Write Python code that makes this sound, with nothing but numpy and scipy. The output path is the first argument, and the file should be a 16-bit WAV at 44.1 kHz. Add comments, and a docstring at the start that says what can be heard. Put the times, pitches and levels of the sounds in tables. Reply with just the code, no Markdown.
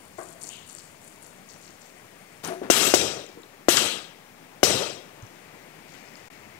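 """Grease gun in a quiet shed

Two microphones in a shed, the right one covered: a grease gun pops four times, each pop a ringing barrel
with a crack and a rush of shaped noise that dies with the shed. Glove and sleeve crackle as short grains,
the lever scrapes as grains over noise, and small knocks are bursts of noise through resonances.
Behind them lies a distant outdoor wash of patchy noise with a soft band and a low rumble."""
import sys
import numpy as np
from scipy import signal
from scipy.fft import rfft, irfft
from scipy.io import wavfile
from scipy.ndimage import uniform_filter1d

SR = 44100
rng = np.random.default_rng(int(sys.argv[2]) if len(sys.argv) > 2 else 0)


def unload_audio(sound):
    """Save the sound as a 16-bit wav file, at the path given as the first command line argument."""
    columns = np.transpose(np.atleast_2d(sound))
    # keep every value between -1 and 1, then stretch to whole-number steps
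    steps = np.round(np.clip(columns, -1, 1) * 32767)
    wavfile.write(sys.argv[1], SR, steps.astype(np.int16))


N = 290619
TIME = np.arange(N) / SR
BINS = np.fft.rfftfreq(N, 1 / SR)

# valve slams: (time [s], peak level before the bass cut [dB], barrel tuning factor, tilt [dB per octave],
# crack level [dB], crack frequency [Hz])
POPS = [(2.701, 4, 1.02, 7, -9.5, 6000), (2.9389, 3, 1.08, 6, -10.5, 5660),
        (3.685, 3.5, 1.02, 4, -12, 6540), (4.6314, 4, 1.1, 8.5, -8, 5200)]
# modes of the barrel: (frequency before tuning [Hz], level before tilt [dB], t60 [s])
BARREL_MODES = [(353, 15.5, 0.05), (545, 20.5, 0.015), (667, 6.5, 0.043), (1020, 4.5, 0.012),
                (1335, -2.5, 0.028), (1935, -9, 0.029), (2690, -12.5, 0.079)]
PUSH_DB, PUSH_S = -30, 0.00081  # low push of air, relative to its pop; time to its peak


def pops():
    """The valve slams: a suction pulse rings the barrel, then a bright crack of air follows."""
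    out, t = np.zeros(N), np.arange(6000) / SR
    for s, db, tuning, tilt_db, crack_db, crack_hz in POPS:
        thump = np.zeros(len(t))
        for hz, mode_db, t60 in BARREL_MODES:
            fade = amp(mode_db + tilt_db * np.log2(hz / 500) - 60 * t / t60)
            thump -= fade * np.sin(2 * np.pi * hz * tuning * t)
        add(out, s, amp(db) * thump / abs(thump).max())

        noise = rng.standard_normal(len(t))
        crack = evened(resonate(noise, crack_hz, 1150.0) + 0.051 * noise)
        add(out, s, amp(crack_db - 60 * t / 0.099) * crack * (1 - np.exp(-(t / 0.0025) ** 2)))

        lead = np.arange(-100, 0) / SR  # the valve chatters just before it slams
        chatter = amp(-16.0 + 20000.0 * lead) * np.cos(2 * np.pi * 1400.0 * lead)
        add(out, s + lead[0], chatter)
    out = high_pass(out, 4, 245.0)  # a small barrel radiates no deep bass
    for s, db, *_ in POPS:
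        add(out, s, amp(db + PUSH_DB) * t / PUSH_S * np.exp(1 - t / PUSH_S))
    return out


# the air that comes with each pop: (level before recovery and colour [dB], flow time [s],
# recovery of the limiter [dB], brightness [0-1])
RUSHES = [(-18, 0.17, 1, 0.89), (-20, 0.0071, 9, 0.02), (-18, 0.027, 13, 0.94), (-17.5, 0.0048, 14, 0.27)]
# spectrum of the jet: (frequency [Hz], relative level [dB per Hz])
JET_SPECTRUM = [(35, -57), (60, -20.5), (98, -7), (354, 3), (1060, -8), (1250, -1), (1950, -5), (2300, -7),
                (3190, -5), (4450, -5.5), (6350, -5), (7750, -3), (10800, -13.5), (12400, -12),
                (16000, -28)]
# steel parts that the air excites: (frequency [Hz], width [Hz], level in a dull rush [dB],
# level in a bright rush [dB])
RUSH_RINGS = [(2460, 110, 6, -14), (2700, 124, -8, -1.5), (3240, 150, -6, 1.5), (3800, 120, 4, -1),
              (4070, 110, -8, 3), (5020, 150, 3, -1), (5330, 150, 7, -10), (5890, 140, 10, 5),
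              (6750, 150, -21, -6), (7720, 84, -4, -4), (7970, 290, -9, -2)]
# colour at both ends of brightness: (frequency [Hz], dull level [dB], bright level [dB])
RUSH_COLOUR = [(100, 4, -7.5), (230, -7.5, -6), (540, 6, -3.5), (1580, -4.5, -2), (2850, -1.6, 2),
               (5500, -1.5, -3), (10900, -3, 2)]
RUSH_LEAD_S, RUSH_RISE_S = 0.0015, 0.003  # the air starts just before the pop
RECOVERY_S = 0.28  # the recorder's limiter recovers after each pop, lifting the dying air
RUSH_PATCHES_DB = 2.0  # the jet is uneven in short patches
FLUTTER_DB = 0.34  # the whole jet flutters as it spits grease


def rush():
    """Turbulent air rings the steel; once the flow stops each band dies with the shed, under a set lift."""
    noise = patchy(rng.standard_normal(N), RUSH_PATCHES_DB)
    jet = evened(coloured(noise, JET_SPECTRUM))
    flutter = uniform_filter1d(uniform_filter1d(rng.standard_normal(N), size=500), size=500)
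    jet = jet * amp(FLUTTER_DB * evened(flutter))

    out, t = np.zeros(N), np.arange(SR) / SR
    colour_hz, dull_db, bright_db = np.transpose(RUSH_COLOUR)
    for (pop_s, *_), (db, flow, recovery_db, bright) in zip(POPS, RUSHES):
        s = pop_s - RUSH_LEAD_S
        hz, frame, z = signal.stft(jet[round(s * SR):][:SR], SR, nperseg=512, noverlap=384)
        rings = np.zeros(len(hz))
        for ring_hz, width, dull, clear in RUSH_RINGS:
            gain = amp(dull + bright * (clear - dull))
            rings += gain / (1 + (2 * (hz - ring_hz) / width) ** 2)
        z = z * (1 + rings)[:, None]

        since = np.maximum(frame - flow, 0)
        # the fade starts at the shed's own rate and steepens as it goes
        dying_db = -60 * since * (1 + 0.5 * since) / read(SHED_DECAY, hz)[:, None]
        colour = np.transpose([colour_hz, dull_db + bright * (bright_db - dull_db)])
        z = z * amp(dying_db + read(colour, hz)[:, None])
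        sound = signal.istft(z, SR, nperseg=512, noverlap=384)[1][:SR]

        recovering_db = recovery_db * np.sin(np.pi / 2 * np.minimum(t / RECOVERY_S, 1))
        add(out, s, amp(db + recovering_db) * sound * np.minimum(t / RUSH_RISE_S, 1))
    return out


# spectrum of steel on steel: (frequency [Hz], relative level [dB per Hz])
SCRAPE_SPECTRUM = [(40, -39), (120, -7), (300, 2.5), (700, -2.5), (1500, -6.5), (3000, -15), (6000, -20),
                   (10000, -21), (16000, -33)]
# lever strokes: (time [s], held [s], rasp level [dB], hiss level [dB])
STROKES = [(2.432, 0.078, -29.5, -33), (2.623, 0.034, -33.5, -56)]
STROKE_RISE_S, RASP_FADE_DB_PER_S, HISS_FADE_DB_PER_S = 0.015, 200.0, 165


def lever(split_hz=3400.0):
    """Uneven slips of steel on steel: grains over scraping noise, the hiss fading before the rasp."""
    sizes = amp(0.82 * np.minimum(rng.exponential(1, N), 4))
    grains = sizes * (rng.random(N) < 1500.0 / SR) * rng.standard_normal(N)
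    z = rfft(evened(grains) + 1.1 * rng.standard_normal(N)) * amp(read(SCRAPE_SPECTRUM, BINS))
    low = 1 / (1 + (BINS / split_hz) ** 4)
    rasp, hiss = evened(irfft(z * low, N)), evened(irfft(z * (1 - low), N))

    out = np.zeros(N)
    for s, held, rasp_db, hiss_db in STROKES:
        out += amp(rasp_db) * envelope(s, STROKE_RISE_S, held, 2.5, RASP_FADE_DB_PER_S) * rasp
        out += amp(hiss_db) * envelope(s, STROKE_RISE_S, STROKE_RISE_S, 0, HISS_FADE_DB_PER_S) * hiss
    return out


# the loudest single crackles of glove and sleeve: (time [s], relative level [dB], frequency [Hz])
TICKS = [(0.1925, -38, 8630), (0.232, -33, 7660), (0.2937, -39, 8500), (0.4355, -22, 8700),
         (0.4758, -34, 7450), (0.4906, -23, 7000), (0.5686, -35, 7360), (0.6981, -29.5, 7300),
         (0.7503, -26, 8200), (0.7701, -38, 8000), (0.7876, -33, 7850), (1.0784, -35, 7420),
         (1.2276, -39, 7940), (1.4895, -37, 6600), (1.6616, -45, 7170), (1.706, -39, 6760),
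         (1.8188, -43, 7150), (2.4484, -22, 6230), (2.4763, -22, 9800), (3.265, -35, 6950),
         (3.2896, -45, 5000), (3.4198, -43, 7250), (3.4336, -41, 3820), (4.9056, -31, 5600),
         (5.2245, -40, 6360), (5.2669, -43, 5960), (5.9384, -40, 6650), (6.0861, -43, 5280),
         (6.1554, -36.5, 4900)]


def ticks():
    """Each crackle is a few cycles with a weaker twin just behind."""
    out, t = np.zeros(N), np.arange(200) / SR
    for (s, db, hz), (lag, twin) in zip(TICKS, rng.random((len(TICKS), 2))):
        cycles = t * hz / 1.17
        tick = amp(db + 11.0) * np.sin(2 * np.pi * hz * t) * cycles ** 2 * np.exp(-cycles)
        add(out, s, tick)
        add(out, s + 0.0005 + 0.00087 * lag, 0.5 * twin * tick)
    return out


# moves of the sleeve, spells of dense fine crackle:
# (time [s], held [s], level before sag and coating [dB], frequency [Hz])
MOVES = [(0.001, 0.058, -52, 8100), (0.17, 0.16, -47, 8200), (0.406, 0.11, -39.5, 7150),
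         (0.66, 0.17, -44.5, 7260), (1.01, 0.093, -47.5, 8500), (1.213, 0.057, -47.5, 8600),
         (1.487, 0.035, -45, 6000), (1.608, 0.071, -46.5, 5900), (1.81, 0.037, -48.5, 5640),
         (5.874, 0.5, -55.5, 5670)]
# thin rings of the stiff fabric: (frequency [Hz], width [Hz], level relative to the crackle [dB])
COATING = [(4630, 360, -16.5), (7200, 230, -14.5)]
MOVE_RISE_S, MOVE_SAG_DB, MOVE_FADE_DB_PER_S = 0.008, 4, 142
FIDGET_DB, FIDGET_HZ, FIDGET_ENDS_S = -60, 8300, 2.4  # faint crackle under and between the moves
GRAIN_SPREAD_DB, GRAINS_PER_S, PITCH_SCATTER = 3.6, 900.0, 0.14  # crackle of the fabric


def rustle():
    """Many small crackles, their pitch drifting with the fabric, over thin rings of stiff coating."""
    powers = []
    for s, held, db, hz in MOVES:
        move = amp(db) * envelope(s, MOVE_RISE_S, held, MOVE_SAG_DB, MOVE_FADE_DB_PER_S)
        powers.append(move ** 2)
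    powers.append(amp(FIDGET_DB) ** 2 * (TIME < FIDGET_ENDS_S) + 1e-12)
    powers = np.array(powers)
    power = powers.sum(axis=0)
    # the strongest move at each moment weighs most in the pitch
    centre = np.append(np.transpose(MOVES)[-1], FIDGET_HZ) @ powers / power

    sizes = amp(GRAIN_SPREAD_DB * np.minimum(rng.exponential(1, N), 4))
    grains = sizes * (rng.random(N) < GRAINS_PER_S / SR)
    grains = evened(grains * rng.choice([-1.0, 1.0], N)) + 0.23 * rng.standard_normal(N)
    drift = evened(uniform_filter1d(rng.standard_normal(N), size=300))
    pitch = centre * (1 + PITCH_SCATTER * drift)
    fabric = evened(resonate(resonate(grains, pitch, 2200.0), pitch, 4400.0))
    for hz, width, db in COATING:
        fabric = fabric + amp(db) * evened(resonate(resonate(grains, hz, width), hz, 2 * width))
    return np.sqrt(power) * fabric


# clacks, hums and rubs, one row per resonance:
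# (time [s], envelope peak [dB], frequency [Hz], width [Hz], rise [s], t60 [s])
KNOCKS = [(.49, -42.5, 2950, 800, 0.1, 0.36), (2.445, -38, 1470, 500, .006, 0.22),
          (2.492, -31, 675, 55, 0.024, 0.14), (2.495, -30.5, 364, 55, 0.02, 0.11),
          (3.7697, -11, 4100, 1500, .0006, 0.035), (3.7697, -12, 5600, 2500, .0005, 0.02),
          (3.7695, -17, 1400, 700, .002, 0.07), (5.225, -39, 103, 35, 0.027, 0.058),
          (5.936, -45, 1880, 2520, 0.0078, 0.21)]
# what the gun rings with when bumped: (frequency [Hz], width [Hz], relative level [dB])
GUN_BODY = [(371.5, 143, 0), (657, 100, 5), (1096, 190, 3), (1530, 180, -3), (1980, 300, -5)]
# bumps of the gun: (time [s], peak of the lowest resonance [dB], tilt [dB per octave], t60 [s])
BUMPS = [(.183, -37.5, -2, 0.23), (.44, -47, -7.5, 0.14), (2.615, -24.5, -16, 0.042),
         (2.875, -22.5, -25, 0.025), (3.369, -41, -21, 0.19)]
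BUMP_RISE_CYCLES = 1.8


def knocks():
    """Dull blows and rubs: a burst of noise through one resonance; the narrow ones ring as tones."""
    bumps = []
    for s, db, tilt_db, t60 in BUMPS:
        for hz, width, body_db in GUN_BODY:
            level_db = db + body_db + tilt_db * np.log2(hz / GUN_BODY[0][0])
            bumps.append((s, level_db, hz, width, BUMP_RISE_CYCLES / hz, t60))

    out, t = np.zeros(N), np.arange(SR // 2) / SR
    for s, db, hz, width, rise, t60 in list(KNOCKS) + bumps:
        ring = resonate(resonate(rng.standard_normal(SR), hz, width), hz, 2 * width)[SR - len(t):]
        clear = np.exp(-width / 88.0)  # share of pure tone
        ring = (1 - clear) * evened(ring) + clear * np.sqrt(2) * np.sin(2 * np.pi * hz * t)
        fade = amp(-60 * t / t60) * (1 - np.exp(-t / rise))
        ring_rms = np.sqrt(np.sum((fade * ring) ** 2) / np.sum(fade ** 2))
        add(out, s, amp(db) * fade / fade.max() * ring / ring_rms)
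    return out


# decay of the shed: (frequency [Hz], t60 [s])
SHED_DECAY = [(100, 0.66), (250, 0.77), (600, 0.78), (1500, 0.65), (3300, 0.71), (6000, 0.58), (9000, 0.54),
              (14000, 0.43)]


def shed(x):
    """Sparse echoes of random sign, each band dying at its own speed."""
    taps = np.zeros(SR)
    at = np.arange(400, SR - 20, 20)
    taps[at + rng.integers(0, 20, len(at))] = rng.choice([-1.0, 1.0], len(at))
    hz, t, z = signal.stft(taps, SR, nperseg=256)
    tail = signal.istft(z * amp(-60 * t / read(SHED_DECAY, hz)[:, None]), SR, nperseg=256)[1]
    tail = high_pass(tail, 2, 260.0)  # bass escapes through the thin walls
    return signal.fftconvolve(x, tail / np.linalg.norm(tail))[:N]


# spectrum of the shed at rest: (frequency [Hz], relative level [dB per Hz])
AIR_SPECTRUM = [(18, -33), (30, -40.5), (48, -64), (153, 3), (760, 1), (1280, -3), (2290, -4),
                (3980, -12.5), (6720, -14), (14000, -24.5), (16000, -17.5)]
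# the shed's wash: (time [s], level [dB], soft band relative to it [dB], rumble relative to it [dB])
AIR_LEVEL = [(0, -48.5, -18, -14.5), (2.4, -48, -8, -17), (4.0, -48.5, -10, -21), (5.3, -46, -10, -20),
             (6.1, -46, -5, -19.5), (6.59, -46.5, -5, -11)]


def air():
    """Distant outdoor wash; a soft band near 2 kHz grows and a low rumble comes and goes."""
    s, *columns = np.transpose(AIR_LEVEL)
    db, band_db, rumble_db = (np.interp(TIME, s, c) for c in columns)
    wash = patchy(evened(coloured(rng.standard_normal(N), AIR_SPECTRUM)), 0.94)
    band = evened(resonate(resonate(rng.standard_normal(N), 2030.0, 910.0), 2030.0, 910.0))
    rumble = evened(resonate(resonate(rng.standard_normal(N), 105.6, 74.0), 105.6, 74.0))
    return amp(db) * (wash + amp(band_db) * band + amp(rumble_db) * rumble)


def amp(db):
    """dB to gain."""
    return 10 ** (np.asarray(db) / 20)


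def evened(x):
    """Scales to rms 1."""
    return x / np.sqrt(np.mean(x ** 2) + 1e-20)


def read(points, hz):
    """Reads a spectrum on a log-frequency axis."""
    f, value = np.transpose(points)
    return np.interp(np.log(hz + 1), np.log(f + 1), value)


def coloured(x, spectrum):
    """Shapes a full-length sound by a spectrum in dB."""
    return irfft(rfft(x) * amp(read(spectrum, BINS)), N)


def high_pass(x, order, hz):
    """Cuts the bass below hz."""
    return signal.sosfilt(signal.butter(order, hz, "high", fs=SR, output="sos"), x)


def add(mix, s, sound):
    """Mixes a sound in at time s."""
    part = mix[round(s * SR):][:len(sound)]
    part += sound[:len(part)]


def resonate(x, hz, width):
    """Shifts the curve hz to zero, smooths, shifts back: a resonance of gain 1."""
    turn = np.exp(2j * np.pi * np.cumsum(hz * np.ones(len(x))) / SR)
    r = np.exp(-np.pi * width / SR)
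    return 2 * (turn * signal.lfilter([1 - r], [1, -r], x / turn)).real


def patchy(x, depth_db):
    """Random patches of level over time and frequency."""
    z = signal.stft(x, nperseg=256)[2]
    patches = uniform_filter1d(rng.standard_normal(z.shape), size=5, axis=0)
    patches = uniform_filter1d(patches, size=9, axis=1)
    return signal.istft(z * amp(depth_db * evened(patches)), nperseg=256)[1][:N]


def envelope(s, rise, held, sag_db, fade_db_per_s):
    """Rises from s, sags while held, then fades."""
    t = TIME - s
    level_db = -sag_db * np.clip(t / held, 0, 1) - fade_db_per_s * np.maximum(t - held, 0)
    return np.clip(t / rise, 0, 1) * amp(level_db)


def scene():
    """All sources reach both microphones alike."""
    small = knocks() + ticks() + rustle()
    mono = pops() + rush() + lever() + small + amp(-8.5) * shed(small) + air()
    return np.array([mono, mono])


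# the level dips for a moment: (start [s], end [s])
DROPOUT = (6.285, 6.3015)
OFFSET = 0.0004  # constant offset of the converter
FULL, EDGE_HZ = 1.0, 15750  # overload level, upper band edge


def record(dry):
    """Microphones lose deep bass, add hiss and overload; the covered right one is dull and lags."""
    left, right = high_pass(dry, 1, 40.0)
    right = signal.lfilter(*signal.butter(1, 22.0, "high", fs=SR), right)
    # the cover passes little above 119 Hz; its delay is split between one and two samples
    pole, one_sample = np.exp(-2 * np.pi * 119.0 / SR), 0.8
    cover = [0, (1 - pole) * one_sample, (1 - pole) * (1 - one_sample)]
    right = amp(4.0) * signal.lfilter(cover, [1, -pole], right)

    t = np.arange(4000) / SR  # a faint scattered treble smear, as lossy coding leaves, on the right
    smear = rng.standard_normal(len(t)) * amp(-60 * t / 0.09)
    right = right + amp(-31.0) * signal.oaconvolve(dry[1], smear / np.linalg.norm(smear))[:N]

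    hiss = amp([[-60.0], [-59.0]]) * rng.standard_normal((2, N))
    both = np.array([left, right]) + hiss
    start, end = DROPOUT
    gap_s = [start - 0.001, start, start + 0.008, end - 0.001, end]
    gap_db = np.interp(TIME, gap_s, [0, -17.0, -33.0, -32.0, 0])
    both = np.clip(both * amp(gap_db) + OFFSET, -FULL, FULL)
    band_limit = signal.firwin(511, EDGE_HZ, window=("kaiser", 9), fs=SR)
    return np.clip(signal.oaconvolve(both, band_limit[None], "same"), -FULL, FULL)


dry = scene()
out = record(dry)
unload_audio(out)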